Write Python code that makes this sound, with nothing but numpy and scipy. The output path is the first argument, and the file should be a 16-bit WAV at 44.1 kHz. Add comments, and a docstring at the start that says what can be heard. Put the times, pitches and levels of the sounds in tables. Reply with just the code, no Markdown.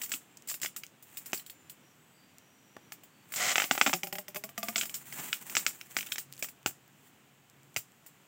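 """Sharp snaps, each trailing a bright sizzle: close to the microphone, clear plastic film is peeled off
its roll and wound tightly round a graft on a sapling, in a quiet thicket. Snaps are clicks and crumpling
noise, tearing and rubbing are grains of noise, and the taut strip twangs in decaying partials.
The leaves scatter a little back over a faint outdoor murmur; the recorder holds down the top treble."""
import sys
import numpy as np
from scipy import signal
from scipy.fft import rfft, irfft, next_fast_len
from scipy.io import wavfile
from scipy.ndimage import uniform_filter1d, map_coordinates

SR = 44100
rng = np.random.default_rng(int(sys.argv[2]) if len(sys.argv) > 2 else 0)


def dump_mix(stems):
    """Bounce the given channels to the path in sys.argv[1] as a 16-bit WAV at rate SR."""
    frames = np.atleast_2d(stems).T  # one column per channel
    limited = np.clip(frames, -1, 1)  # hard clip at full scale
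    pcm = np.round(limited * 32767).astype(np.int16)
    wavfile.write(sys.argv[1], SR, pcm)


N = 364707  # samples, about 8.27 s

# Plucks of the taut film. Each row: start in seconds, crack level in dB.
PLUCK_EVENTS = [(3.936, -3.5), (4.033, -12), (4.070, -19), (4.126, -13.5), (4.154, -18.5), (4.184, -15),
                (4.282, -22), (4.346, -21), (4.359, -14.5), (4.366, -19.5), (4.438, -16.5), (4.491, -29),
                (4.578, -13.5), (4.630, -12), (4.685, -11), (4.758, -17), (4.825, -23)]
# Strokes of film sliding over itself and through the fingers.
# Each row: start in seconds, end in seconds, typical level in dB.
RUB_STROKES = [(0, 0.16, -51.5), (1.125, 1.396, -57), (3.373, 3.49, -44), (3.84, 3.954, -53),
               (4.635, 6.13, -52.5), (5.163, 5.293, -37.5), (5.487, 5.66, -46), (6.345, 6.416, -60.5),
               (7.046, 7.085, -63.5), (7.66, 7.805, -74)]


def creases(middle_hz=1850, crack_follows=0.22):
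    """A crease's size sets how much it thuds or rings, its strength how clean and bright it cracks."""
    # Creases snapping over. Each row: start in seconds, crack level in dB, crease pitch in Hz,
    # sizzle level in dB.
    crease_rows = [(.016, -17, 2260, -30.5), (0.035, -25, 2200, -29.5), (.061, -25, 2200, -53),
                   (.093, -30, 2320, -41), (.118, -10.5, 2530, -26), (0.138, -11.5, 2370, -31),
                   (.474, -35, 1820, -40), (.486, -32, 2360, -30), (.497, -30, 2660, -27),
                   (.514, -20.5, 1810, -37), (.541, -16.5, 1900, -35.5), (0.616, -26, 1910, -29),
                   (.632, -11, 1820, -26.5), (0.647, -12, 1970, -40), (.660, -10.5, 2140, -37),
                   (.763, -17.5, 1900, -33), (.835, -18.5, 2670, -50), (1.025, -48, 1500, -49),
                   (1.171, -25, 3060, -35), (1.259, -30, 1860, -39.5), (1.3317, -4.5, 1800, -32.5),
                   (1.345, -40, 1980, -32.5), (1.375, -35, 5000, -40), (1.396, -27, 3470, -50),
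                   (1.463, -32, 3780, -46), (1.498, -30, 3730, -44), (1.697, -32, 3570, -43.5),
                   (2.766, -33, 1176, -74), (2.921, -17.5, 1870, -43), (3.035, -35.5, 1620, -52),
                   (3.321, -23.5, 2000, -38), (3.338, -16.5, 1990, -30.5), (3.36, -22, 2580, -23),
                   (4.759, -5.5, 2810, -23), (4.78, -14.5, 2880, -20.5), (4.812, -5, 2670, -29),
                   (4.833, -13.5, 2030, -41), (4.855, -21, 1810, -36.5), (4.895, -21, 2500, -42),
                   (4.942, -30.5, 3680, -27), (5.125, -20.5, 1970, -41), (5.329, -3, 2870, -30),
                   (5.497, -19.5, 1840, -39.5), (5.552, -4.5, 2200, -28.5), (5.568, -0.5, 1990, -19),
                   (5.665, -1, 2180, -22.5), (5.812, -19, 2660, -54), (5.967, -4, 1860, -26.5),
                   (5.987, -9.5, 2040, -38), (6.008, -13.5, 2500, -38), (6.028, -20, 2130, -52),
                   (6.062, -29, 3080, -43), (6.069, -24, 3160, -57), (6.087, -31, 3300, -64),
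                   (6.12, -8, 3320, -30), (6.158, -15, 1880, -63), (6.1816, -11.5, 1960, -29),
                   (6.392, -36, 1800, -43.5), (6.425, -10.5, 1760, -27.5), (6.444, -15, 1900, -42),
                   (6.486, -26, 2060, -44.5), (6.661, -4.5, 1570, -25), (7.763, -7, 1765, -30.5),
                   (7.769, -12, 1870, -32), (8.063, -38, 1550, -47.5)]
    start_s, crack_db, pitch_hz, sizzle_db = np.transpose(crease_rows)
    octaves = np.log2(pitch_hz / middle_hz)
    # larger creases sound lower and thud, smaller ones ring
    thud_db = -7.5 - 34 * octaves
    ring_db = crack_db - 26 + 21.5 * octaves
    # weak snaps have slightly less bright edge, and crumple more
    edge_db = -2.5 + 0.03 * crack_db
    clean_share = 0.83 + 0.08 * crack_db
    # the crack's spectrum slides part of the way with the pitch
    ratio = 2 ** (crack_follows * octaves)
    rows = zip(start_s, crack_db, thud_db, edge_db, sizzle_db, clean_share, ratio)
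    ringing = zip(start_s, pitch_hz, ring_db)
    film = snaps(rows, crumple_t60=0.015, sizzle_t60=0.097)
    return film + rings(ringing, t60=0.021, attack_s=0.00037, detune=0.125)


def jerks(thud_db=-10, thud_db_per_s=27, edge_db=-7.5, sizzle_db=-28, clean=0.44, core_hz=785, core_db=-20):
    """Each jerk cracks and rings the roll's core; the thud grows with time as the film draws tight."""
    # The tacky film jerks free of the roll. Each row: start in seconds, crack level in dB.
    jerk_rows = [(3.557, 1.5), (3.581, 0.5), (3.600, -2), (3.620, -3.5), (3.641, -6.5), (3.7111, 3),
                 (3.752, -12), (3.778, -7), (3.813, 4), (3.8632, -2), (3.8665, 0), (3.874, -3),
                 (3.895, -10.5), (3.931, -4.5)]
    first_s = jerk_rows[0][0]
    rows = [(s, db, thud_db + thud_db_per_s * (s - first_s), edge_db, db + sizzle_db, clean, 1)
            for s, db in jerk_rows]
    core_rows = [(s, core_hz, db + core_db) for s, db in jerk_rows]
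    core = rings(core_rows, t60=0.026, attack_s=0.00051, detune=0.076)
    return highpass(snaps(rows, crumple_t60=0.026, sizzle_t60=0.16), hz=190) + core


def plucks(thud_db=-6, edge_db=-1, sizzle_db=-24, clean=0.15):
    """The stretched strip slips on the stem with a snap that sets it twanging."""
    rows = [(s, db, thud_db, edge_db, db + sizzle_db, clean, 1) for s, db in PLUCK_EVENTS]
    return highpass(snaps(rows, crumple_t60=0.023, sizzle_t60=0.09), hz=130) + twangs()


def twangs(ring_db=-25.0, t60=.14, scatter=.015, attack_s=0.0035, damping=0.27, sag=0.0084,
           flutter=0.014, fizz_db=-21, fizz_t60=0.075):
    """The taut strip rings in stretched partials and fizzes; its pitch flutters and sags as tension eases."""
    # The strip's partials, as multiples of its pitch.
    multiples = [.95, 1.95, 3.02, 4.08, 5.25]
    # The pitch climbs as the strip is stretched. Each row: time in seconds, pitch in Hz before scatter.
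    pitch_climb = [(3.937, 181.6), (4.04, 191), (4.36, 201.3), (4.62, 224.4), (4.8, 223)]
    # How well the strip radiates. Each row: frequency in Hz, gain in dB.
    radiation = [(170, -6), (215, -1.5), (400, -5.5), (480, -23), (600, 1.5), (680, 4.5), (800, 3),
                 (920, -43), (1050, -5), (1180, 2), (1500, 1)]
    # Spectrum of the shivering strip. Each row: frequency in Hz, relative level in dB.
    fizz_spectrum = [(3000, -35), (8000, -16), (11000, -9), (14000, 2), (15800, -12)]
    tones, shiver = np.zeros((2, N))
    t = np.arange(SR // 3) / SR
    rise = 1 - np.exp(-t / attack_s)
    for s, db in PLUCK_EVENTS:
        hz = np.interp(s, *np.transpose(pitch_climb)) * (1 + scatter * rng.standard_normal())
        shake = np.interp(t, np.arange(60) / 150, rng.standard_normal(60))  # 150 random knots a second
        bend = 1 + sag * amp(-60 * t / t60) + flutter * shake
        turns = hz * np.cumsum(bend) / SR
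        for multiple in multiples:
            ring = np.sin(2 * np.pi * (multiple * turns + rng.random()))
            strength_db = db + ring_db + along(radiation, multiple * hz) + rng.normal(0, 1)
            # higher partials die sooner
            decay_db = 60 * t / t60 * (1 + damping * (multiple - 1))
            add(tones, s, amp(strength_db - decay_db) * ring * rise)
        add(shiver, s, amp(db + fizz_db - 60 * t / fizz_t60) * rise)
    return tones + shiver * noise(fizz_spectrum)


def snaps(rows, crumple_t60, sizzle_t60, smear_s=0.0006, sizzle_hold_s=0.0046, sizzle_rise_s=0.00013,
          after_per_s=270, after_db=-20.5, after_t60=0.16):
    """Film pops in one click plus a brief crumple, then sizzles on while smaller wrinkles give way.

    Each row: start in seconds, crack level in dB, thud and edge in dB relative to the crack,
    sizzle level in dB, share of energy in one clean click, pitch ratio of the crack."""
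    # Spectra of a snap's low thud, its crack, its bright edge and its sizzle.
    # Each row: frequency in Hz, relative level in dB.
    thud_spectrum = [(50, -48), (95, -4), (280, -5), (500, -6), (740, 1.5), (1000, -4.5), (1600, -1),
                     (4000, -31)]
    crack_spectrum = [(300, -30), (800, -43), (1250, 3.5), (1650, -1), (2100, 6.5), (3100, 3.5),
                      (3900, -5.5), (5000, -41), (8000, -54), (16000, -39)]
    edge_spectrum = [(2000, -17), (3800, -12.5), (4800, 5), (6000, 5), (7300, 2.5), (8200, -7),
                     (11000, -10.5), (15500, -4.5)]
    sizzle_spectrum = [(100, -13), (300, -12.5), (700, -20.5), (1200, -17), (2500, -11), (4000, -11),
                       (5000, -7), (6300, -8.5), (7400, 3.5), (8600, -2), (11000, -5.5), (13000, -2),
                       (15300, 8.5), (16000, -1.5)]
    pops, shiver = np.zeros((2, N))
    t = np.arange(SR // 5) / SR
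    thud, edge = colour(thud_spectrum), colour(edge_spectrum)
    fade = amp(-60 * np.maximum(t - sizzle_hold_s, 0) / sizzle_t60)
    fade *= 1 - np.exp(-t / sizzle_rise_s)
    for s, db, thud_db, edge_db, sizzle_db, clean, ratio in rows:
        crack = colour(np.array(crack_spectrum) * [ratio, 1])
        clean = np.clip(clean, .02, .97)
        pop = np.sqrt(1 - clean) * burst(t, crumple_t60)
        pop[0] += np.sqrt(clean)
        wrinkles = (rng.random(len(t)) < after_per_s / SR) * rng.standard_normal(len(t))
        pop += wrinkles * amp(after_db - 60 * t / after_t60)
        tone = np.sqrt(crack ** 2 + (amp(thud_db) * thud) ** 2 + (amp(edge_db) * edge) ** 2)
        add(pops, s, amp(db) * signal.fftconvolve(pop, causal(tone)))
        add(shiver, s, (amp(sizzle_db) * fade) ** 2)  # sizzles overlap in power
    # the treble of a pop trails its bass slightly, by smear_s at 7 kHz
    pops = filtered(pops, lambda hz: np.exp(-1j * np.pi * smear_s * hz ** 2 / 7000))
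    return pops + np.sqrt(shiver) * struck(grains(rate=9000, spread_db=0), sizzle_spectrum)


def rings(rows, t60, attack_s, detune):
    """Each row (start in seconds, Hz, dB) rings as a cluster of close, quickly damped modes."""
    out, t = np.zeros(N), np.arange(SR // 5) / SR
    for s, hz, db in rows:
        modes = hz * (1 + detune * (np.linspace(-1, 1, 3) + rng.normal(0, .3, 3)))
        phases = rng.random((len(modes), 1))
        ring = np.sin(2 * np.pi * (modes[:, None] * t + phases)).mean(axis=0)
        add(out, s, amp(db - 60 * t / t60) * ring * (1 - np.exp(-t / attack_s)))
    return out


def peel(slip_rate=400, slip_db=2.0, rips_per_s=170, rip_db=-9, core_db=14):
    """Film leaves the roll in uneven slips: flurries of tiny tears and coarser rips that ring its core."""
    # Film tearing off the roll. Each row: time in seconds, relative level in dB.
    tear_levels = [(3.34, -49.5), (3.41, -27.5), (3.485, -28.5), (3.52, -24), (3.545, -39), (3.64, -36.5),
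                   (3.68, -54), (3.72, -47.5), (3.9, -49), (3.96, -78)]
    # Spectrum of the tearing. Each row: frequency in Hz, relative level in dB.
    tear_spectrum = [(59, -52), (100, -42), (265, -26), (702, -10.5), (886, -24), (1860, -5), (3990, -8),
                     (7530, -3.5), (9910, -9), (15800, -3.5)]
    # Resonances of the roll's hollow core. Each row: frequency in Hz, width in Hz, relative gain in dB.
    core_modes = [(257, 30, -23.5), (747, 60, -6.5), (1380, 410, -11.5), (2060, 250, -8),
                  (3030, 280, -18.5)]
    slips = amp(0.93 * wobble(80) + slip_db * np.tanh(wobble(slip_rate)))
    texture = grains(rate=4500, spread_db=5) + amp(rip_db) * grains(rate=rips_per_s, spread_db=0)
    tears = curve(tear_levels) * slips * texture

    def core(f):
        """Summed response of the core's resonances."""
        return sum(amp(db) * 1j * f * w / (c * c - f * f + 1j * f * w) for c, w, db in core_modes)

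    return struck(tears, tear_spectrum) + amp(core_db) * filtered(tears, core)


def rub():
    """Sliding film hisses, with fine crinkles on top; each stroke swells, holds and fades."""
    # Spectrum of the sliding film. Each row: frequency in Hz, relative level in dB.
    slide_spectrum = [(47, -40), (80, -31), (130, -6), (329, -9.5), (513, -16.5), (932, -10.5),
                      (1480, -12.5), (1730, -9.5), (3080, -13.5), (3590, -17.5), (5230, -21.5),
                      (7450, -7.5), (10600, -17), (15800, -6.5)]
    rise_db_per_s, fall_db_per_s = 203, 175
    t = np.arange(N) / SR
    levels = [db - rise_db_per_s * np.maximum(start - t, 0) - fall_db_per_s * np.maximum(t - end, 0)
              for start, end, db in RUB_STROKES]
    level_db = np.max(levels, axis=0)  # the loudest stroke wins
    slips = grains(rate=9000, spread_db=4) + amp(-7.0) * grains(rate=130, spread_db=8)
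    return struck(amp(level_db + 3.8 * wobble(45)) * slips, slide_spectrum)


def ticks(t60=0.0027, stray_per_s=14, stray_db=-35.5, stray_spread_db=2):
    """Small wrinkles flip over without setting the sheet going; stray ones fall within the strokes."""
    # The clearest dry ticks of slack film. Each row: start in seconds, level in dB.
    clear_ticks = [(.372, -25), (0.375, -27), (.423, -28.5), (0.601, -26), (0.866, -24), (1.321, -27),
                   (2.384, -26.5), (5.426, -21), (5.911, -27), (6.118, -22), (6.326, -18), (6.337, -25),
                   (6.348, -36), (6.357, -32), (6.367, -30), (6.379, -23), (6.630, -33), (6.879, -36),
                   (7.499, -33.5), (7.633, -37), (7.700, -55), (7.744, -31), (7.92, -37)]
    # Spectrum of a tick. Each row: frequency in Hz, relative level in dB.
    tick_spectrum = [(300, -16), (1000, -29), (2500, 5), (4200, -0.5), (7500, 9), (11000, -2.5), (15500, 6)]
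    out, t = np.zeros(N), np.arange(SR // 100) / SR
    times = np.cumsum(rng.exponential(1 / stray_per_s, size=300))
    levels = stray_db + stray_spread_db * rng.standard_normal(len(times))
    stray = [(s, db) for s, db in zip(times, levels)
             if any(start < s < end for start, end, _ in RUB_STROKES)]
    for s, db in clear_ticks + stray:
        add(out, s, amp(db) * burst(t, t60))
    return struck(out, tick_spectrum)


def bumps():
    """Hands bump dully on roll and sapling, each a soft-edged, damped cluster of modes."""
    # Bumps of the hands. Each row: start in seconds, frequency in Hz, level in dB.
    bump_rows = [(.02, 270, -46), (.14, 273, -40), (.635, 288, -37), (1.333, 126, -34), (1.336, 385, -34),
                 (2.766, 784, -48), (3.712, 298, -18), (3.813, 313, -27), (3.874, 257, -12),
                 (5.185, 156, -33), (7.764, 111, -26)]
    return highpass(rings(bump_rows, t60=0.058, attack_s=0.0037, detune=0.095), hz=85)


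def thicket(x):
    """Leaves and stems scatter a short, diffuse answer: noise fading at its own pace in each band."""
    # Decay of the thicket. Each row: frequency in Hz, time to fall 60 dB in seconds.
    decay_times = [(150, 0.24), (1500, 0.046), (7500, 0.22), (15000, 0.12)]
    hz, t, z = signal.stft(rng.standard_normal(SR // 3), SR, nperseg=256)
    fading = z * amp(-60 * t / along(decay_times, hz)[:, None])
    tail = signal.istft(fading, SR, nperseg=256)[1]
    delayed = np.pad(tail / np.linalg.norm(tail), (SR // 400, 0))  # starts 2.5 ms late
    return signal.oaconvolve(x, delayed)[:N]


def outdoors():
    """A low murmur, a soft hiss of leaves, a far hum and thin, fluttering whistles, all shaped noise."""
    # The distant murmur, then a low far hum. Each row: time in seconds, typical level in dB.
    murmur_levels = [(0, -62.5), (2.2, -63.5), (4.5, -61.5), (8.27, -64.5)]
    hum_levels = [(0, -100), (5.7, -69), (7.5, -66.5), (8.27, -89)]
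    # Spectra of the murmur and of the hiss. Each row: frequency in Hz, relative level in dB.
    murmur_spectrum = [(25, 5), (50, -51), (80, -7.5), (130, 0.5), (250, -1), (450, -8), (1000, -16.5),
                       (3000, -13), (8000, -40)]
    hiss_spectrum = [(200, -66), (700, 6.5), (1500, 4), (2900, -1), (4000, -8.5), (6000, -4), (7500, 2),
                     (9000, -6), (11500, -11), (14000, -1.5), (15500, -3)]
    # Faint thin whistles, far off. Each row: start in seconds, end in seconds, frequency in Hz,
    # level in dB at mid-swell before the flutter.
    whistle_rows = [(.15, .45, 7500, -75), (1.4, 1.798, 7170, -69.5), (1.786, 1.977, 5730, -74),
                    (1.948, 2.25, 7900, -74), (2.11, 2.35, 4690, -72), (2.237, 3.05, 5800, -73),
                    (3.08, 3.3, 4500, -77.5)]
    out = curve(murmur_levels) * amp(0.57 * wobble(5)) * noise(murmur_spectrum)
    breeze = amp(.5 * wobble(2))
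    out += amp(-66.0) * breeze * noise(hiss_spectrum)
    out += curve(hum_levels) * narrow(137.4, width_hz=2.6)
    flutter = amp(0.99 * wobble(23.1))
    t = np.arange(N) / SR
    for start, end, hz, db in whistle_rows:
        swell = np.abs(np.sin(np.pi * np.clip((t - start) / (end - start), 0, 1)))
        out += amp(db) * swell * flutter * narrow(hz, width_hz=160)
    return out


def amp(db):
    """Gain of a level in dB."""
    return 10 ** (np.asarray(db) / 20)


def unit(x):
    """x at rms 1."""
    return x / np.sqrt(np.mean(x ** 2) + 1e-20)


def along(points, hz):
    """(Hz, value) points read on a log axis."""
    f, v = np.transpose(points)
    return np.interp(np.log(hz + 1), np.log(f + 1), v)


def curve(rows):
    """Gain per sample from (seconds, dB) rows, -120 dB outside them."""
    s, db = np.transpose(rows)
    return amp(np.interp(np.arange(N) / SR, s, db, left=-120, right=-120))


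def wobble(rate):
    """A smooth random curve, rate knots a second."""
    knots = rng.standard_normal(int(N * rate / SR) + 4)
    return map_coordinates(knots, [np.arange(N) * rate / SR])


def filtered(x, response):
    """x times a response of frequency."""
    m = next_fast_len(len(x) + 8192)
    return irfft(rfft(x, m) * response(np.fft.rfftfreq(m, 1 / SR)), m)[:len(x)]


def noise(spectrum):
    """Coloured noise of rms 1."""
    return unit(filtered(rng.standard_normal(N), lambda hz: amp(along(spectrum, hz))))


def narrow(hz, width_hz):
    """A fuzzy line of noise of rms 1, down to half gain at width_hz either side."""
    return unit(filtered(rng.standard_normal(N), lambda f: 1 / (1 + ((f - hz) / width_hz) ** 4)))


def grains(rate, spread_db):
    """Random tiny slips, about rate a second and up to spread_db louder or softer, rms 1."""
    sizes = np.sign(rng.standard_normal(N)) * amp(spread_db * rng.uniform(-1, 1, N))
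    return unit(sizes * (rng.random(N) < rate / SR))


def burst(t, t60):
    """Decaying noise of energy 1."""
    x = rng.standard_normal(len(t)) * amp(-60 * t / t60)
    return x / np.linalg.norm(x)


def colour(spectrum, size=2048):
    """Gain over frequency of a filter of energy 1."""
    return unit(amp(along(spectrum, np.fft.rfftfreq(size, 1 / SR))))


def causal(gain):
    """The most compact impulse response with this gain over frequency (minimum phase)."""
    cepstrum = irfft(np.log(gain))
    cepstrum[1:len(gain) - 1] *= 2
    cepstrum[len(gain):] = 0
    return irfft(np.exp(rfft(cepstrum)))


def struck(x, spectrum):
    """x through a causal filter with this spectrum."""
    return signal.oaconvolve(x, causal(colour(spectrum)))[:N]


def highpass(x, hz):
    """x without its bass."""
    return signal.sosfilt(signal.butter(2, hz, "highpass", fs=SR, output="sos"), x)


def add(track, s, sound):
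    """Mix a sound into the track at time s."""
    start = max(0, round(s * SR))
    track[start:start + len(sound)] += sound[:max(0, N - start)]


def scene():
    """The film close by, its echo in the leaves, and the quiet outdoors."""
    film = creases() + jerks() + plucks() + peel() + rub() + ticks() + bumps()
    return (film + amp(-13) * thicket(film) + outdoors())[None]


def record(dry, low_cut_hz=75, split_hz=8200, ceiling_db=-38, top_hz=15900):
    """The deep bass is cut, the top treble has its own limiter, and a steep cut closes the band at top_hz."""
    x = highpass(dry[0], low_cut_hz)
    treble = filtered(x, lambda hz: 1 - 1 / (1 + (hz / split_hz) ** 24))
    level = np.sqrt(np.abs(uniform_filter1d(treble ** 2, size=256)))  # rms over about 6 ms
    gain = (1 + (level / amp(ceiling_db)) ** 4) ** (-1 / 4)
    limited = x + (gain - 1) * treble
    return filtered(limited, lambda hz: 1 / (1 + (hz / top_hz) ** 200))[None]


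dry = scene()
out = record(dry)
dump_mix(out)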